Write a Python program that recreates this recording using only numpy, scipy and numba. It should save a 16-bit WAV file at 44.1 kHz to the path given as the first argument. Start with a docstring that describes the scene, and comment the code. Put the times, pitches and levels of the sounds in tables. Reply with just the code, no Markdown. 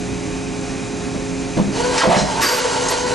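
"""A machining centre changes tools, heard from a small camera beside the open enclosure.
A pump hums (wavering sines) and fans hiss (coloured noise, duct resonances) throughout. First the tool pot
clunks down (ringing castings), then the geared arm whirs round (mesh tone, tooth noise, bearing whir). Air
blasts the taper (noise bursts, whistles) as the drawbar knocks and rattles loose (dense taps, chatter), and
the arm whirs on. The camera turns its gain down under the blast."""
import sys
import numpy as np
from scipy import signal
from scipy.fft import rfft, irfft
from scipy.io import wavfile
from scipy.ndimage import uniform_filter1d
from numba import njit

SR = 44100
rng = np.random.default_rng(int(sys.argv[2]) if len(sys.argv) > 2 else 0)


def digitize_waveform(pressure):
    """Quantize a signal to 16-bit integers and store it at the path in sys.argv[1].

    Rows of a 2-D input are taken as channels; values are limited to [-1, 1].
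    """
    field = np.atleast_2d(pressure).T
    bounded = np.clip(field, -1, 1)
    quanta = np.round(bounded * 32767).astype(np.int16)
    wavfile.write(sys.argv[1], SR, quanta)


def amplitude_ratio(level_db):
    """Convert a level in decibels to the matching linear amplitude (field) ratio."""
    exponent = np.asarray(level_db, float) / 20
    return 10 ** exponent


N = 138474
T = np.arange(N) / SR  # seconds

# Path of the arm drive: time_s, mesh_hz, mesh_level_db, noise_level_db (whir and tooth noise)
ARM_DRIVE = [(1.72, 418, -76.5, -36), (1.77, 449.3, -25, -27.5), (1.81, 482.1, -26, -27),
             (1.85, 493.4, -17.5, -27), (1.9, 497.2, -25, -28), (1.96, 491.6, -19, -20),
             (2.0, 493, -19, -20), (2.22, 493, -29, -35.5), (2.28, 493, -58, -26.5), (2.42, 493, -45, -31),
             (2.49, 492, -14, -13), (2.53, 496.7, -14, -16), (2.66, 494, -18.5, -18), (2.8, 493, -20, -23),
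             (2.93, 492.6, -20, -18), (3.04, 494.8, -17, -23), (3.09, 493.3, -20, -23.5),
             (3.14, 491, -20.5, -26)]
# Overtones of the gear mesh: multiple, level_db
MESH_HARMONICS = [(1, 1), (2, -13), (3, -15)]
# Moments when the mesh bears harder or slackens: time_s, change_db
MESH_SWELLS = [(1.809, 8.5), (1.852, 6), (1.898, 11), (2.53, 8.5), (2.605, 8.5), (2.658, 12), (2.69, -13),
               (2.71, 3), (2.89, -4), (3.0, -8), (3.05, 5), (3.08, -2), (3.124, 5.5)]
# Gearbox resonances rung by tooth noise, relative levels: centre_hz, width_hz, level_db
GEARBOX_RESONANCES = [(921.4, 46, -0.5), (1429, 72, -7), (1880, 160, -10.5), (2880, 150, -12.5),
                      (4060, 87, -14.5), (4470, 110, -8.5), (4850, 21, -15), (5340, 140, -16),
                      (5870, 27, -14), (6380, 450, -8), (7525, 130, -14)]
# Bearing whir, relative spectrum: frequency_hz, density_db (per Hz)
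WHIR_SPECTRUM = [(240, -50), (400, -7.5), (494, -8.5), (697, -13.5), (907, -10), (1300, -23.5),
                 (1520, -14.5), (1730, -21), (4490, -25), (9400, -29.5)]
# Ringing modes of the arm and head castings: pitch_hz, level_db, t60_s
CASTING_MODES = [(62, -6, .4), (150, -4, .24), (194, 0, .2), (325, -5, .1), (511, -2, .14), (590, -6, .08),
                 (660, -5, .1), (765, -6, .09), (895, -7, .13), (1044, -10, .08), (1244, -13, .06),
                 (1630, -11, .08), (1880, -12, .06)]
# Blows on the castings: start_s, peak_db, strongest_hz, spread_octaves
BLOWS = [(1.143, -17, 305, 1), (1.167, -21, 255, 1.6), (1.57, -7, 295, 0.93), (1.586, -12, 510, 0.54),
         (1.597, -6.5, 203, 0.35), (1.612, -18, 296, 0.75), (1.648, -17, 180, 1), (1.677, -13.5, 200, 0.64),
         (2.002, -8, 1650, 0.46), (2.012, -3, 1810, 0.34), (2.034, 5, 570, 1), (2.055, -1, 495, 0.3),
         (2.073, 0.5, 243, 1.1), (2.096, -5, 190, 0.69), (2.111, -5, 680, 0.46), (2.165, -4.5, 196, 0.75),
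         (2.217, -5.5, 121, 1.2), (2.307, -28, 63, 0.49), (2.377, -11.5, 870, 0.13),
         (2.39, -16.5, 925, 0.057)]
# Drawbar rattle as it slides: time_s, level_db (of the whole blend, relative), resonance_hz
DRAWBAR_RATTLE = [(1.985, -40, 1700), (2.008, -15, 1650), (2.03, -14, 900), (2.05, -16, 560),
                  (2.09, -17, 620), (2.115, -12, 760), (2.16, -13, 690), (2.215, -13, 640),
                  (2.245, -23, 600), (2.33, -29, 860), (2.4, -26, 900), (2.43, -50, 900)]
# Compressed-air bursts: start_s, rise_s, t60_s (after the rise), level_db, centre_hz, spread_octaves
AIR_BURSTS = [(1.978, 0.00084, 0.28, -10.5, 4370, 1.65), (2.022, .003, .05, -16.5, 4440, 0.74),
              (2.149, 0.045, .4, -19, 6000, 0.63), (2.403, 0.04, 0.85, -6.5, 6000, 4.2),
              (2.884, .003, .09, -12.5, 8300, 0.82)]
# Air jet, relative spectrum ahead of each burst's own band: frequency_hz, density_db (per Hz)
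JET_SPECTRUM = [(530, 6.5), (900, -3.5), (1130, 6), (1360, 3), (1640, 4.5), (3490, -7.5), (4370, -6),
                (4590, -4.5), (4970, -2), (9400, -12)]
# Nozzle whistles: start_s, fade_s, pitch_hz, level_db (before flutter)
NOZZLE_WHISTLES = [(2.123, .015, 4150, -20), (2.165, .09, 4110, -25), (2.438, .11, 4680, -12)]
# Fan and shop noise, relative spectrum: frequency_hz, density_db (per Hz)
SHOP_SPECTRUM = [(15, -53), (25, -6.5), (216, -5.5), (264, -5.5), (314, -6.5), (423, -12.5), (467, -16),
                 (529, -14), (1170, -19.5), (2340, -21), (3230, -26.5), (6170, -24), (9400, -32)]
# Resonances of the enclosure: centre_hz, width_hz, level_db
DUCT_RESONANCES = [(247.6, 26, -38), (313.6, 13, -38.5), (2452, 160, -43), (3890, 160, -49.5),
                   (6270, 170, -46), (7190, 120, -47)]
# Pump pulsation: multiple (of the pump rate), level_db
PUMP_HARMONICS = [(2, -34.5), (3, -29.5), (4, -41), (6, -43), (8, -44), (9, -47.5), (10, -46.5), (12, -51)]
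# Other steady tones of motors and fans: pitch_hz, level_db
MOTOR_TONES = [(60, -42), (120, -40), (148, -43), (416, -33)]
# Likeness of the two microphone ports: frequency_hz, likeness (0 to 1)
PORT_LIKENESS = [(60, 1), (130, 1), (280, 0.71), (600, 0.85), (1280, 0.81), (2760, 0.95), (5930, 1),
                 (12800, 1)]
# Phase by which the left port leads the right: frequency_hz, lead_rad
LEFT_LEAD = [(0, -0.5), (260, 0.92), (520, 0.5), (950, 1), (1460, 0.65), (3190, 0.09), (10300, 0.0),
             (11300, 2)]
# Level of the left port over the right: frequency_hz, difference_db
LEFT_OVER_RIGHT = [(60, 0.5), (110, 1), (200, -2.5), (360, -3), (650, -3.5), (1180, -1), (2140, -1.0),
                   (3880, -0.5), (7030, -0.5), (12800, -2)]


def level(x, db):
    """Scale a sound to an rms level."""
    return x * amplitude_ratio(db) / np.sqrt(np.mean(x ** 2))


def on_hz(table, hz):
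    """Read a spectrum table along a log-frequency axis."""
    points = np.array(table, float)
    return np.interp(np.log(hz + 1), np.log(points[:, 0] + 1), points[:, 1])


def curve(table, axis):
    """Draw one column of a time table as a sample-by-sample line."""
    points = np.array(table, float)
    return np.interp(T, points[:, 0], points[:, axis])


def coloured(table):
    """Shape white noise to a spectrum, held flat above 9300 Hz; rms 1."""
    hz = np.minimum(np.fft.rfftfreq(N, 1 / SR), 9300)
    white = rfft(rng.standard_normal(N))
    return level(irfft(white * amplitude_ratio(on_hz(table, hz)), N), 0)


def walk(rate):
    """Smooth random drift of rms 1: noise averaged twice over 1 / rate seconds."""
    k = int(SR / rate)
    once = uniform_filter1d(rng.standard_normal(N), k)
    return level(uniform_filter1d(once, k), 0)


@njit
def svf(x, hz, width):
    """State-variable band-pass whose centre may move, gain 1 at the centre."""
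    y, band, low = np.empty(len(x)), 0., 0.
    for i in range(len(x)):
        g, k = np.tan(np.pi * hz[i] / SR), width / hz[i]
        v = (band + g * (x[i] - low)) / (1 + g * (g + k))
        band, low, y[i] = 2 * v - band, low + 2 * g * v, k * v
    return y


@njit
def follow(x, up, down):
    """Envelope follower with separate rise and fall."""
    y, e = np.empty(len(x)), 0.
    for i in range(len(x)):
        e += (x[i] - e) * (up if x[i] > e else down)
        y[i] = e
    return y


def ringing(table, waver_db):
    """Noise ringing in fixed resonances, each swelling on its own."""
    out = 0
    for hz, width, db in table:
        band = svf(rng.standard_normal(N), np.full(N, 1. * hz), 1. * width)
        out = out + amplitude_ratio(waver_db * walk(23.5)) * level(band, db)
    return out


def arm():
    """Gear teeth meet at a gliding pitch that swells under load, over gearbox ringing and bearing whir."""
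    swell_s = 0.011
    mesh_hz = curve(ARM_DRIVE, axis=1) * (1 + .0012 * walk(26))
    phase = 2 * np.pi * np.cumsum(mesh_hz) / SR
    swell_db = sum(db * np.exp(-((T - at) / swell_s) ** 2) for at, db in MESH_SWELLS)
    mesh = 0
    for k, db in MESH_HARMONICS:
        mesh = mesh + amplitude_ratio(db + 1.3 * walk(30)) * np.sin(k * phase)
    mesh = mesh * amplitude_ratio(swell_db)
    teeth = level(ringing(GEARBOX_RESONANCES, 2.5), 0)
    whir = amplitude_ratio(1.5 + 2.05 * walk(40)) * coloured(WHIR_SPECTRUM)
    blend = amplitude_ratio(curve(ARM_DRIVE, axis=2)) * mesh + amplitude_ratio(curve(ARM_DRIVE, axis=3)) * (teeth + whir)
    return (T > ARM_DRIVE[0][0]) * blend


def knocks():
    """Each blow rings the casting modes, most strongly near its own pitch, under a short noisy crack."""
    crack_db, crack_s, push_s = -14, 0.019, .001  # crack decay and softened onset, as time constants
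    out, t = np.zeros(N + SR), T[:SR // 2]
    hz, db, t60 = np.array(CASTING_MODES).T[:, :, None]
    chance = rng.standard_normal((len(BLOWS), len(CASTING_MODES), 2))
    for (at, peak_db, mid_hz, spread), c in zip(BLOWS, chance):
        # every blow meets the modes with slightly different strengths and pitches
        gain = amplitude_ratio(db + 1.3 * c[:, :1]) * np.exp(-(np.log2(hz / mid_hz) / spread) ** 2)
        modes = np.sin(2 * np.pi * hz * (1 + 0.011 * c[:, 1:]) * t) * np.exp(-np.log(1000) * t / t60)
        ring = np.sum(gain * modes, axis=0)
        crack = svf(rng.standard_normal(len(t)), np.full(len(t), 1.746 * mid_hz), 0.5 * mid_hz * spread)
        blow = ring / np.abs(ring).max() + level(crack, crack_db) * np.exp(-t / crack_s)
        blow *= 1 - np.exp(-t / push_s)
        i = int(at * SR)
        out[i:i + len(t)] += blow * amplitude_ratio(peak_db) / np.abs(blow).max()
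    return out[:N]


def rattle():
    """Dense uneven taps and a rough chatter in a sliding resonance while the tool comes free."""
    taps_per_s = 9000
    taps = (rng.random(N) < taps_per_s / SR) * rng.standard_normal(N)
    hz = curve(DRAWBAR_RATTLE, axis=2)
    core = level(svf(svf(taps, hz, 320.), hz, 450.), 0)
    skirt = level(svf(taps, hz, 900.), -5)
    bright = level(svf(taps, 2.4 * hz, 400.), -14)
    rough_phase = 2 * np.pi * np.cumsum(hz * (1 + .04 * walk(70))) / SR
    chatter = level(np.sin(rough_phase) * amplitude_ratio(3. * walk(60)), -6)
    during = (T > DRAWBAR_RATTLE[0][0]) * (T < DRAWBAR_RATTLE[-1][0])
    return (core + skirt + bright + chatter) * amplitude_ratio(curve(DRAWBAR_RATTLE, axis=1)) * during


def air():
    """Compressed air escapes as decaying bands of turbulent noise; the nozzles add fluttering whistles."""
    flutter_hz, flutter_depth = 40, 1
    out, hz = 0, np.fft.rfftfreq(N, 1 / SR) + 1
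    jet = rfft(coloured(JET_SPECTRUM) * amplitude_ratio(0.51 * walk(90)))
    for at, rise, t60, db, mid_hz, spread in AIR_BURSTS:
        env = np.clip((T - at) / rise, 0, 1) * amplitude_ratio(-60 * np.maximum(T - at - rise, 0) / t60)
        band = np.exp(-(np.log2(hz / mid_hz) / spread) ** 2)
        out = out + env * level(irfft(jet * band, N), db)
    for at, fade, tone_hz, db in NOZZLE_WHISTLES:
        shape = np.clip((T - at) / 0.0021, 0, 1) * np.exp(-np.maximum(T - at, 0) ** 2 / fade ** 2)
        flutter = 1 + flutter_depth * np.sin(2 * np.pi * flutter_hz * (T - at) + .5 * walk(22))
        phase = 2 * np.pi * np.cumsum(tone_hz * (1 + .0035 * walk(150))) / SR
        out = out + amplitude_ratio(db + 2.6 * walk(60)) * shape * flutter * np.sin(phase)
    return out


def fans():
    """Broad, slightly drifting air noise with duct resonances ringing in it."""
    hiss = amplitude_ratio(-28.5 + .5 * walk(13)) * coloured(SHOP_SPECTRUM)
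    return hiss + ringing(DUCT_RESONANCES, 1.15)


def hum():
    """Pump pulsation harmonics and motor tones: sines that waver a little in level and phase."""
    pump_hz = 89
    lines = [(k * pump_hz, db) for k, db in PUMP_HARMONICS] + MOTOR_TONES
    out = 0
    for hz, db in lines:
        waver_db, waver_cycles = 1.2 * walk(6), .02 * walk(6)
        cycles = hz * T + rng.random() + waver_cycles
        out = out + np.sqrt(2) * amplitude_ratio(db + waver_db) * np.sin(2 * np.pi * cycles)
    return out


def echo(x):
    """The enclosure and shop reflect sound as a decaying noise tail of unit energy."""
    t60_s = .3
    tail = rng.standard_normal(SR // 2) * amplitude_ratio(-60 * T[:SR // 2] / t60_s)
    return signal.fftconvolve(x, tail / np.sqrt(np.sum(tail ** 2)))[:N]


def ports(direct, diffuse):
    """Two microphone ports differ in phase and level; the diffuse part is opposed between them."""
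    hz = np.fft.rfftfreq(N, 1 / SR)
    like = np.clip(on_hz(PORT_LIKENESS, hz), 0, 1)
    shared = rfft(direct) * np.sqrt((1 + like) / 2)
    opposed = rfft(diffuse) * np.sqrt((1 - like) / 2)
    # half of each difference goes to either port
    turn = amplitude_ratio(on_hz(LEFT_OVER_RIGHT, hz) / 2) * np.exp(.5j * on_hz(LEFT_LEAD, hz))
    left = irfft((shared + opposed) * turn, N)
    right = irfft((shared - opposed) / turn, N)
    return np.array([left, right])


def scene():
    """Changer sounds with their echo over the steady machine."""
    changer = arm() + knocks() + rattle() + air()
    direct = changer + amplitude_ratio(-9) * echo(changer) + fans() + hum()
    return ports(direct, echo(changer) + fans())


def passband(x, lo_hz, hi_hz):
    """Keep only the frequencies between two edges."""
    hz = np.fft.rfftfreq(N, 1 / SR)
    return irfft(rfft(x) * ((hz >= lo_hz) & (hz <= hi_hz)), N)


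def low_pass(x):
    """Removes everything above the highest recorded frequency."""
    return signal.sosfilt(signal.butter(12, 13350, fs=SR, output="sos"), x)


def record(dry):
    """Treble-led gain control, rounded peaks and a cut top; one upper band passes only while it is loud."""
    threshold_db, ratio, attack_s, release_s = -25, 2.4, .005, .078
    listen_hz, top_hz = 3000, 10200
    treble = np.abs(passband(dry.mean(axis=0), listen_hz, top_hz))
    env = follow(treble, 1 / (attack_s * SR), 1 / (release_s * SR))
    gain = np.minimum(1, amplitude_ratio(threshold_db) / (env + 1e-9)) ** (1 - 1 / ratio)
    main = passband(np.tanh(dry * gain), 0, top_hz)
    upper = passband(dry, 11350, 12050)
    loudness = uniform_filter1d(np.abs(upper[0]), int(.06 * SR))  # averaged over 60 ms
    is_open = loudness > loudness.max() * amplitude_ratio(-6)  # within 6 dB of its loudest moment
    gate = uniform_filter1d(1. 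* is_open, size=600)
    return low_pass(main + amplitude_ratio(9) * upper * gain * gate)


dry = scene()
out = record(dry)
digitize_waveform(out)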